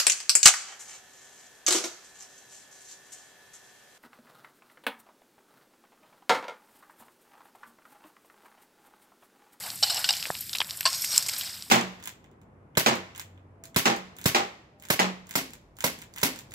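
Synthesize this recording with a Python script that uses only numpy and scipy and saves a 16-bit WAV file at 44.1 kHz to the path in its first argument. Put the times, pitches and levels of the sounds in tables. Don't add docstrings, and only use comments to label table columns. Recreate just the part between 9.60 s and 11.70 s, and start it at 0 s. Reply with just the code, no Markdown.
import sys
import numpy as np
from scipy import signal
from scipy.io import wavfile
from scipy.ndimage import uniform_filter1d, minimum_filter1d

SR = 44100
rng = np.random.default_rng(int(sys.argv[2]) if len(sys.argv) > 2 else 0)


def undo_db(level):
    steps = np.asarray(level, float) / 20
    return 10 ** steps


def output_pcm(signal):
    pcm = np.clip(np.atleast_2d(signal).T, -1, 1) * 32767
    wavfile.write(sys.argv[1], SR, np.round(pcm).astype(np.int16))


N = 92610


def evened(x):
    return x / np.sqrt(np.mean(x ** 2) + 1e-20)


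def read(points, hz):
    f, value = np.transpose(points)
    return np.interp(np.log(hz + 1), np.log(f + 1), value)


def level_over_time(points):
    return np.interp(np.arange(N) / SR, *np.transpose(points))


def add(mix, s, sound):
    part = mix[round(s * SR):][:len(sound)]
    part += sound[:len(part)]


def colour(x, db_of):
    db = np.maximum(db_of(np.abs(np.fft.fftfreq(8192, 1 / SR))), -100)
    log_gain = db * np.log(10) / 20
    taps = np.fft.ifft(np.exp(np.conj(signal.hilbert(log_gain)))).real[:4096]
    return signal.oaconvolve(x, taps)[:len(x)]


def band(x, lo_hz, hi_hz):
    sos = signal.butter(2, [lo_hz, min(hi_hz, 20000)], "bandpass", fs=SR, output="sos")
    return signal.sosfilt(sos, x)


def slow_wander():
    noise = rng.standard_normal(N)
    return evened(uniform_filter1d(uniform_filter1d(noise, size=900), size=900))


# f/Hz, level/dB
MURMUR = [(25, -12), (50, -8), (85, 0), (140, 0), (300, -8), (500, -19.5), (800, -29)]


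def rumble():
    air = colour(rng.standard_normal(N), lambda hz: read(MURMUR, hz) - 30 * (hz > 800))
    return undo_db(-58.5 + 1.5) * evened(air)


def grains(per_s, spread_db, clump_db):
    clump = rng.standard_normal((5, N))
    clump = uniform_filter1d(uniform_filter1d(clump, size=300), size=300)
    clump = evened(clump[1:] + 1.5 * clump[0])
    struck = rng.random(N) < per_s / SR
    size = undo_db(spread_db * np.minimum(rng.exponential(1, N), 4)) * struck
    kind, t, out = rng.integers(0, 48, N), np.arange(500) / SR, np.zeros(N)
    for k, hz in enumerate(np.geomspace(450, 15800, num=48)):
        chip = np.sin(2 * np.pi * hz * t) * t * np.exp(-t * (700 + hz / 4.5))
        chip = chip / np.linalg.norm(chip) * np.sqrt(hz)
        impacts = size * (kind == k) * undo_db(clump_db * clump[k // 12])
        out += signal.oaconvolve(impacts, chip)[:N]
    return evened(out)


# f/Hz, level/dB
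SOIL_TONE = [(300, -43), (700, -43), (1500, -24), (3000, -21), (5000, -11), (8000, 4), (12500, -5),
             (15500, -13)]
# t/s, level/dB
SOIL_FLOW = [(0, -44), (1.3, -51), (1.8, -43), (2.1, -52.5)]


def trickle():
    soil = grains(per_s=16000, spread_db=0.71, clump_db=-2.3)
    soil = evened(colour(soil, lambda hz: read(SOIL_TONE, hz)))
    return undo_db(level_over_time(SOIL_FLOW) - 3.5) * soil


# t/s, level/dB, coarse lumps level/dB, fine dust level/dB
SLIDING = [(0, -43, 4, 6), (0.068, -43, 10.5, 6), (0.214, -47, -6.5, 8), (0.243, -33, -9, -1),
           (.4, -35.5, 1, -3), (.48, -37, -3.5, -2), (.53, -33.5, -9.5, -10), (.68, -41.5, 4, 4),
           (.88, -46.5, -9.5, 8), (1.0, -48.5, 9.5, 8), (1.24, -47, 1.5, 10), (1.29, -35.5, 1, -3.5),
           (1.44, -42, -6.5, 15), (1.49, -40.5, 0, 6.5), (1.56, -31, -1.5, -1), (1.65, -42, 1.5, 3.5),
           (1.82, -35, -4.5, -4.5), (2.1, -52, -0.5, -2)]
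# f/Hz, level/dB
GRIT_TONE = [(500, -53), (1500, -10.5), (3000, -6), (5000, 0), (7000, -6.5), (10000, -14.5)]


def slide():
    t, (s, db, coarse_db, fine_db) = np.arange(N) / SR, np.transpose(SLIDING)
    grit = grains(per_s=14000, spread_db=2.6, clump_db=1.7)
    grit = evened(colour(grit, lambda hz: read(GRIT_TONE, hz)))
    lumps = evened(band(grains(5000, 2.5, clump_db=1.8), 550, 1900))
    dust = evened(band(grains(14000, 2.0, clump_db=1.3), 5500, 13500))
    rattle = undo_db(np.interp(t, s, coarse_db) - 11.5) * lumps
    hiss = undo_db(np.interp(t, s, fine_db) - 9.5) * dust
    return undo_db(np.interp(t, s, db)) * (grit + rattle + hiss)


def volley(t, scatter):
    draw = rng.standard_normal((2, len(t)))
    sparse = draw[0] * (abs(draw[1]) > 1.5)
    hits = sparse * np.exp(-t / np.clip(scatter, .0003, .012))
    hits *= np.minimum(t / (.15 * scatter), 1)
    hits[2] = 2.5 * min(1, .002 / scatter)
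    return hits / np.linalg.norm(hits)


# t/s, level/dB, low ring level/dB, crunch length/s
FLAT_STRIKES = [
    (.033, -26, 17, 0.054),
    (.2255, -9.5, 13, 0.016),
    (.2326, -8.5, 6, 0.017),
    (.298, -16.5, 6, 0.011),
    (.304, -15.5, 7, 0.0066),
    (.358, -22, 14, 0.0089),
    (.4892, -6.5, 1.5, 0.0091),
    (.5065, -11.5, 8, 0.0035),
]
# t/s, level/dB, low ring level/dB, crunch length/s
EDGE_STRIKES = [
    (1.254, -9.5, -2.5, 0.013),
    (1.2582, -11, -5.5, 0.0086),
    (1.262, -10, -5.5, 0.019),
    (1.275, -15, 0.5, 0.0058),
    (1.335, -21.5, -9, 0.011),
]
# f/Hz, level/dB, t60/s
FLAT_MODES = [(824, -9.5, 0.025), (1690, -29, 0.075), (3050, -5, 0.048), (4050, 0, 0.058), (4530, 3, 0.018),
              (5220, -2, 0.036), (5500, 1, 0.014), (7100, -14, 0.021), (8430, -5.5, 0.032)]
# f/Hz, level/dB, t60/s
EDGE_MODES = [(674, 1, 0.067), (864, -19, 0.072), (1073, 3, 0.15), (1700, 1.5, 0.027), (2870, 0, 0.0078),
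              (3060, -16, 0.012), (3570, -4, 0.034), (4490, 10, 0.0088), (5000, -2, 0.012),
              (5690, 1.5, .02), (8270, -3, 0.0083)]


def blade(strikes, modes):
    out, t = np.zeros(N), np.arange(5000) / SR
    for s, db, low_db, length in strikes:
        drive = volley(t, .5 * length)
        ring = np.zeros(len(t))
        for hz, mode_db, t60 in modes:
            high, detune = hz > 2000, rng.standard_normal()
            longest_s = .06 * (.5 if high else 1)
            level_db = mode_db + low_db * (hz < 2000) - 60 * t / min(t60, longest_s)
            tone = np.sin(2 * np.pi * hz * (1 + 0.024 * high * detune) * t)
            beating = 1 + 0.62 * high * np.cos(2 * np.pi * 90 * detune * t)
            ring += undo_db(level_db) * tone * beating
        ring = band(signal.fftconvolve(drive, ring)[:len(t)], 1110, 8700)
        crunch = 3 * band(drive, 4440, 8870)
        thud = 3 * band(band(drive, 630, 3800), 620, 2100)
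        add(out, s, undo_db(db) * (undo_db(-11) * ring + undo_db(6) * crunch + undo_db(-0.5) * thud))
    return out


# t/s, level/dB, f/Hz, scatter/s
CLICKING_STONES = [(.065, -22.5, 8000, .001), (0.103, -16.5, 4600, 0.0011), (0.157, -23.5, 8200, 0.0042),
                   (0.346, -12, 6660, 0.0013), (0.372, -17, 4220, 0.0016), (0.378, -21, 3200, 0.003),
                   (0.39, -20, 8800, 0.012), (0.4427, -12.5, 3750, 0.0075), (.462, -26, 7500, 0.0081),
                   (0.5286, -13, 5000, 0.0005), (0.537, -17.5, 3220, 0.0028), (.568, -20.5, 5160, 0.0018),
                   (0.627, -12.5, 3370, 0.0008), (.655, -15, 2400, 0.00058), (0.709, -21, 7040, 0.0025),
                   (0.7524, -18, 2950, 0.00073), (0.808, -19.5, 10500, 0.004), (.895, -17, 4300, 0.0004),
                   (.931, -16, 4450, 0.0041), (.950, -17, 3070, 0.0057), (0.9583, -16.5, 9400, 0.00036),
                   (0.966, -22, 3200, 0.00037), (.971, -19, 5500, 0.002), (0.985, -12.5, 4770, 0.0011),
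                   (1.003, -13.5, 3960, 0.0038), (1.015, -12, 2770, .0004), (1.0173, -11.5, 2170, 0.0011),
                   (1.0268, -23, 8350, 0.0006), (1.046, -24, 4280, 0.00056),
                   (1.0718, -26, 8500, 0.0005), (1.092, -27.5, 2400, .0005), (1.097, -22, 4600, 0.0047),
                 (1.1086, -13, 4330, 0.001), (1.144, -31.5, 2500, .001), (1.172, -23, 8500, 0.0033),
                 (1.19, -30, 3600, .0006), (1.207, -21, 2130, 0.0048), (1.2078, -13, 5100, 0.0014),
                 (1.209, -13.5, 11000, .001), (1.23, -23, 3150, .001), (1.302, -21.5, 7540, 0.004),
                 (1.33, -12.5, 5330, 0.002), (1.345, -16.5, 4930, 0.0057), (1.379, -24, 9000, 0.001),
                 (1.381, -27, 5000, 0.0032), (1.418, -21, 7160, 0.017), (1.442, -17, 8600, 0.0037),
                 (1.445, -14.5, 5400, 0.0078), (1.505, -26.5, 5240, 0.0046), (1.523, -18, 6500, .001),
                 (1.441, -23.5, 2330, 0.0077), (1.528, -19.5, 7600, 0.0047), (1.553, -23, 4970, 0.0046),
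                 (1.559, -12.5, 5550, 0.0097), (1.5787, -1.5, 6160, 0.00234), (1.624, -16.5, 5760, 0.0077),
                 (1.663, -18.5, 5600, 0.0059), (1.6846, -14.5, 6300, 0.0037), (1.688, -17.5, 6630, .006),
                 (1.688, -18, 2600, 0.0054), (1.695, -13, 5300, 0.0031), (1.734, -17.5, 5240, 0.0077),
                 (1.735, -30.5, 1570, .01), (1.764, -21, 5000, 0.0041), (1.781, -19.5, 10200, 0.011),
                 (1.796, -20, 6000, 0.0032), (1.81, -18, 3640, 0.004), (1.877, -32, 3200, 0.0024),
                 (2.024, -17.5, 4560, 0.00038)]


def stones():
    width, skirt_db = 1.35, -13
    tail_s, tail_db = .009, -33
    out, t = np.zeros(N), np.arange(2500) / SR
    for s, db, hz, scatter in CLICKING_STONES:
        tail = undo_db(tail_db) * rng.standard_normal(len(t)) * np.exp(-t / tail_s)
        contacts = volley(t, scatter) + tail
        click = band(contacts, hz / width, hz * width) + undo_db(skirt_db) * band(contacts, hz / 3, hz * 2)
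        add(out, s, undo_db(db - 1) * click / np.abs(click).max())
    return out


# f/Hz, level/dB
FLAT_VOICE = [(760, -2.5), (1600, -12), (2950, 0.5), (3900, -0.5), (4290, 4), (4480, -4), (5100, 3),
              (5450, -4), (7680, -1.5)]
# f/Hz, level/dB
EDGE_VOICE = [(1500, -14.5), (2310, -11), (4300, -1), (4660, -3.5), (5090, 3.5), (5600, 6), (6470, 5.5),
              (7360, -9), (8400, 1)]
# t/s, level/dB
RUBBING = [(.21, -70), (.24, -34), (.26, -41), (.31, -33), (.38, -33.5), (.44, -49), (.52, -35.5),
           (.62, -52), (.7, -66), (1.24, -74), (1.28, -35), (1.35, -35), (1.46, -37), (1.51, -33.5),
           (1.59, -37.5), (1.66, -42), (1.85, -53), (2.05, -75)]


def song():
    width_hz, wander, turn_s = 110, .012, 1.0
    t, out = np.arange(N) / SR, np.zeros(N)
    decay = np.exp(-np.pi * width_hz / SR)
    for modes, side in ((FLAT_VOICE, t < turn_s), (EDGE_VOICE, t >= turn_s)):
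        voice = np.zeros(N)
        for hz, db in modes:
            rub = rng.standard_normal(N) ** 3
            drift, swell = slow_wander(), slow_wander()
            spin = np.exp(2j * np.pi * np.cumsum(hz * (1 + wander * drift)) / SR)
            mode = (spin * signal.lfilter([1], [1, -decay], rub / spin)).real
            voice += undo_db(db + 2.5 * swell) * evened(mode)
        out += side * evened(voice)
    return undo_db(level_over_time(RUBBING)) * out


# t/s, level/dB, f/Hz, t60/s
SHORT_RINGS = [(.2327, -9.5, 4600, 0.018), (0.2325, -6.5, 5420, 0.014), (.2353, -13.5, 4760, .015),
               (.3035, -28, 7650, 0.023), (0.4427, -17.5, 2870, 0.027), (0.4432, -17.5, 4520, 0.02),
               (0.4428, -30.5, 1504, 0.076), (0.489, -15, 2830, 0.041), (0.5057, -15, 5040, 0.023),
               (.7028, -17, 1810, 0.011), (1.0043, -13, 3225, 0.022), (1.0043, -18, 940, 0.014),
               (1.2542, -7, 4480, 0.013), (1.2585, -29, 7960, 0.016), (1.4208, -18, 5660, 0.015),
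               (1.4415, -25, 2230, 0.015), (1.529, -20, 4320, .025), (1.5778, -7, 5370, 0.015),
               (1.5782, -10.5, 7400, 0.017), (1.5772, -20, 11160, 0.016)]


def chimes():
    out, t = np.zeros(N), np.arange(2500) / SR
    for s, db, hz, t60 in SHORT_RINGS:
        onset = np.minimum(t / 0.00044, 1)
        add(out, s, undo_db(db - 60 * t / t60) * onset * np.sin(2 * np.pi * hz * t))
    return out


# t/s, level/dB, f/Hz
EARTH_LUMPS = [
    (0.703, -13, 710),
    (.7026, -31.5, 166),
    (0.67, -34, 550),
    (0.952, -33.5, 760),
    (1.0172, -20.5, 1100),
]


def clod():
    out, t = np.zeros(N), np.arange(1500) / SR
    for s, db, hz in EARTH_LUMPS:
        onset, decay = np.minimum(t / .00015, 1), np.exp(-t * hz / .62)
        wobble = onset * np.cos(2 * np.pi * hz * t - .5) * decay
        push = band(wobble, hz / 6, hz * 5)
        add(out, s, undo_db(db) * push / np.abs(push).max())
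    return out


def scene():
    ground = rumble() + trickle() + slide()
    shovel = blade(FLAT_STRIKES, FLAT_MODES) + blade(EDGE_STRIKES, EDGE_MODES) + song()
    mono = ground + shovel + stones() + chimes() + clod()
    return np.array([mono, mono])


def band_limit(x):
    return signal.sosfilt(signal.butter(12, 16510, fs=SR, output="sos"), x)


# f/Hz, width/Hz, level/dB
MIC_TREBLE = [(5000, 250, 1.5), (6330, 450, -7), (8000, 790, 3.5), (9990, 750, -5.5), (12070, 1880, 6.5)]
# f/Hz, level/dB
SIDE_LEAK = [(300, -38), (800, -49), (1500, -17), (2600, -20.5), (5000, -53.5), (9500, -18), (12000, -27)]


def record(dry):
    def mic_db(hz):
        treble = sum(db * np.exp(-((hz - f) / w) ** 2) for f, w, db in MIC_TREBLE)
        low_cut = 14 * np.log2(np.clip(70 / (hz + 1), 1, 8))
        top_cut = 60 * np.clip((hz - 15450) / 700, 0, 1)
        return treble - low_cut - top_cut
    mid = colour(dry[0], mic_db)
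    peak = uniform_filter1d(-minimum_filter1d(-abs(mid), size=177), size=89)
    mid = mid / np.maximum(peak / .94, 1)
    side = colour(mid, lambda hz: read(SIDE_LEAK, hz))
    return band_limit(np.array([mid + side, mid - side]))


dry = scene()
out = record(dry)
output_pcm(out)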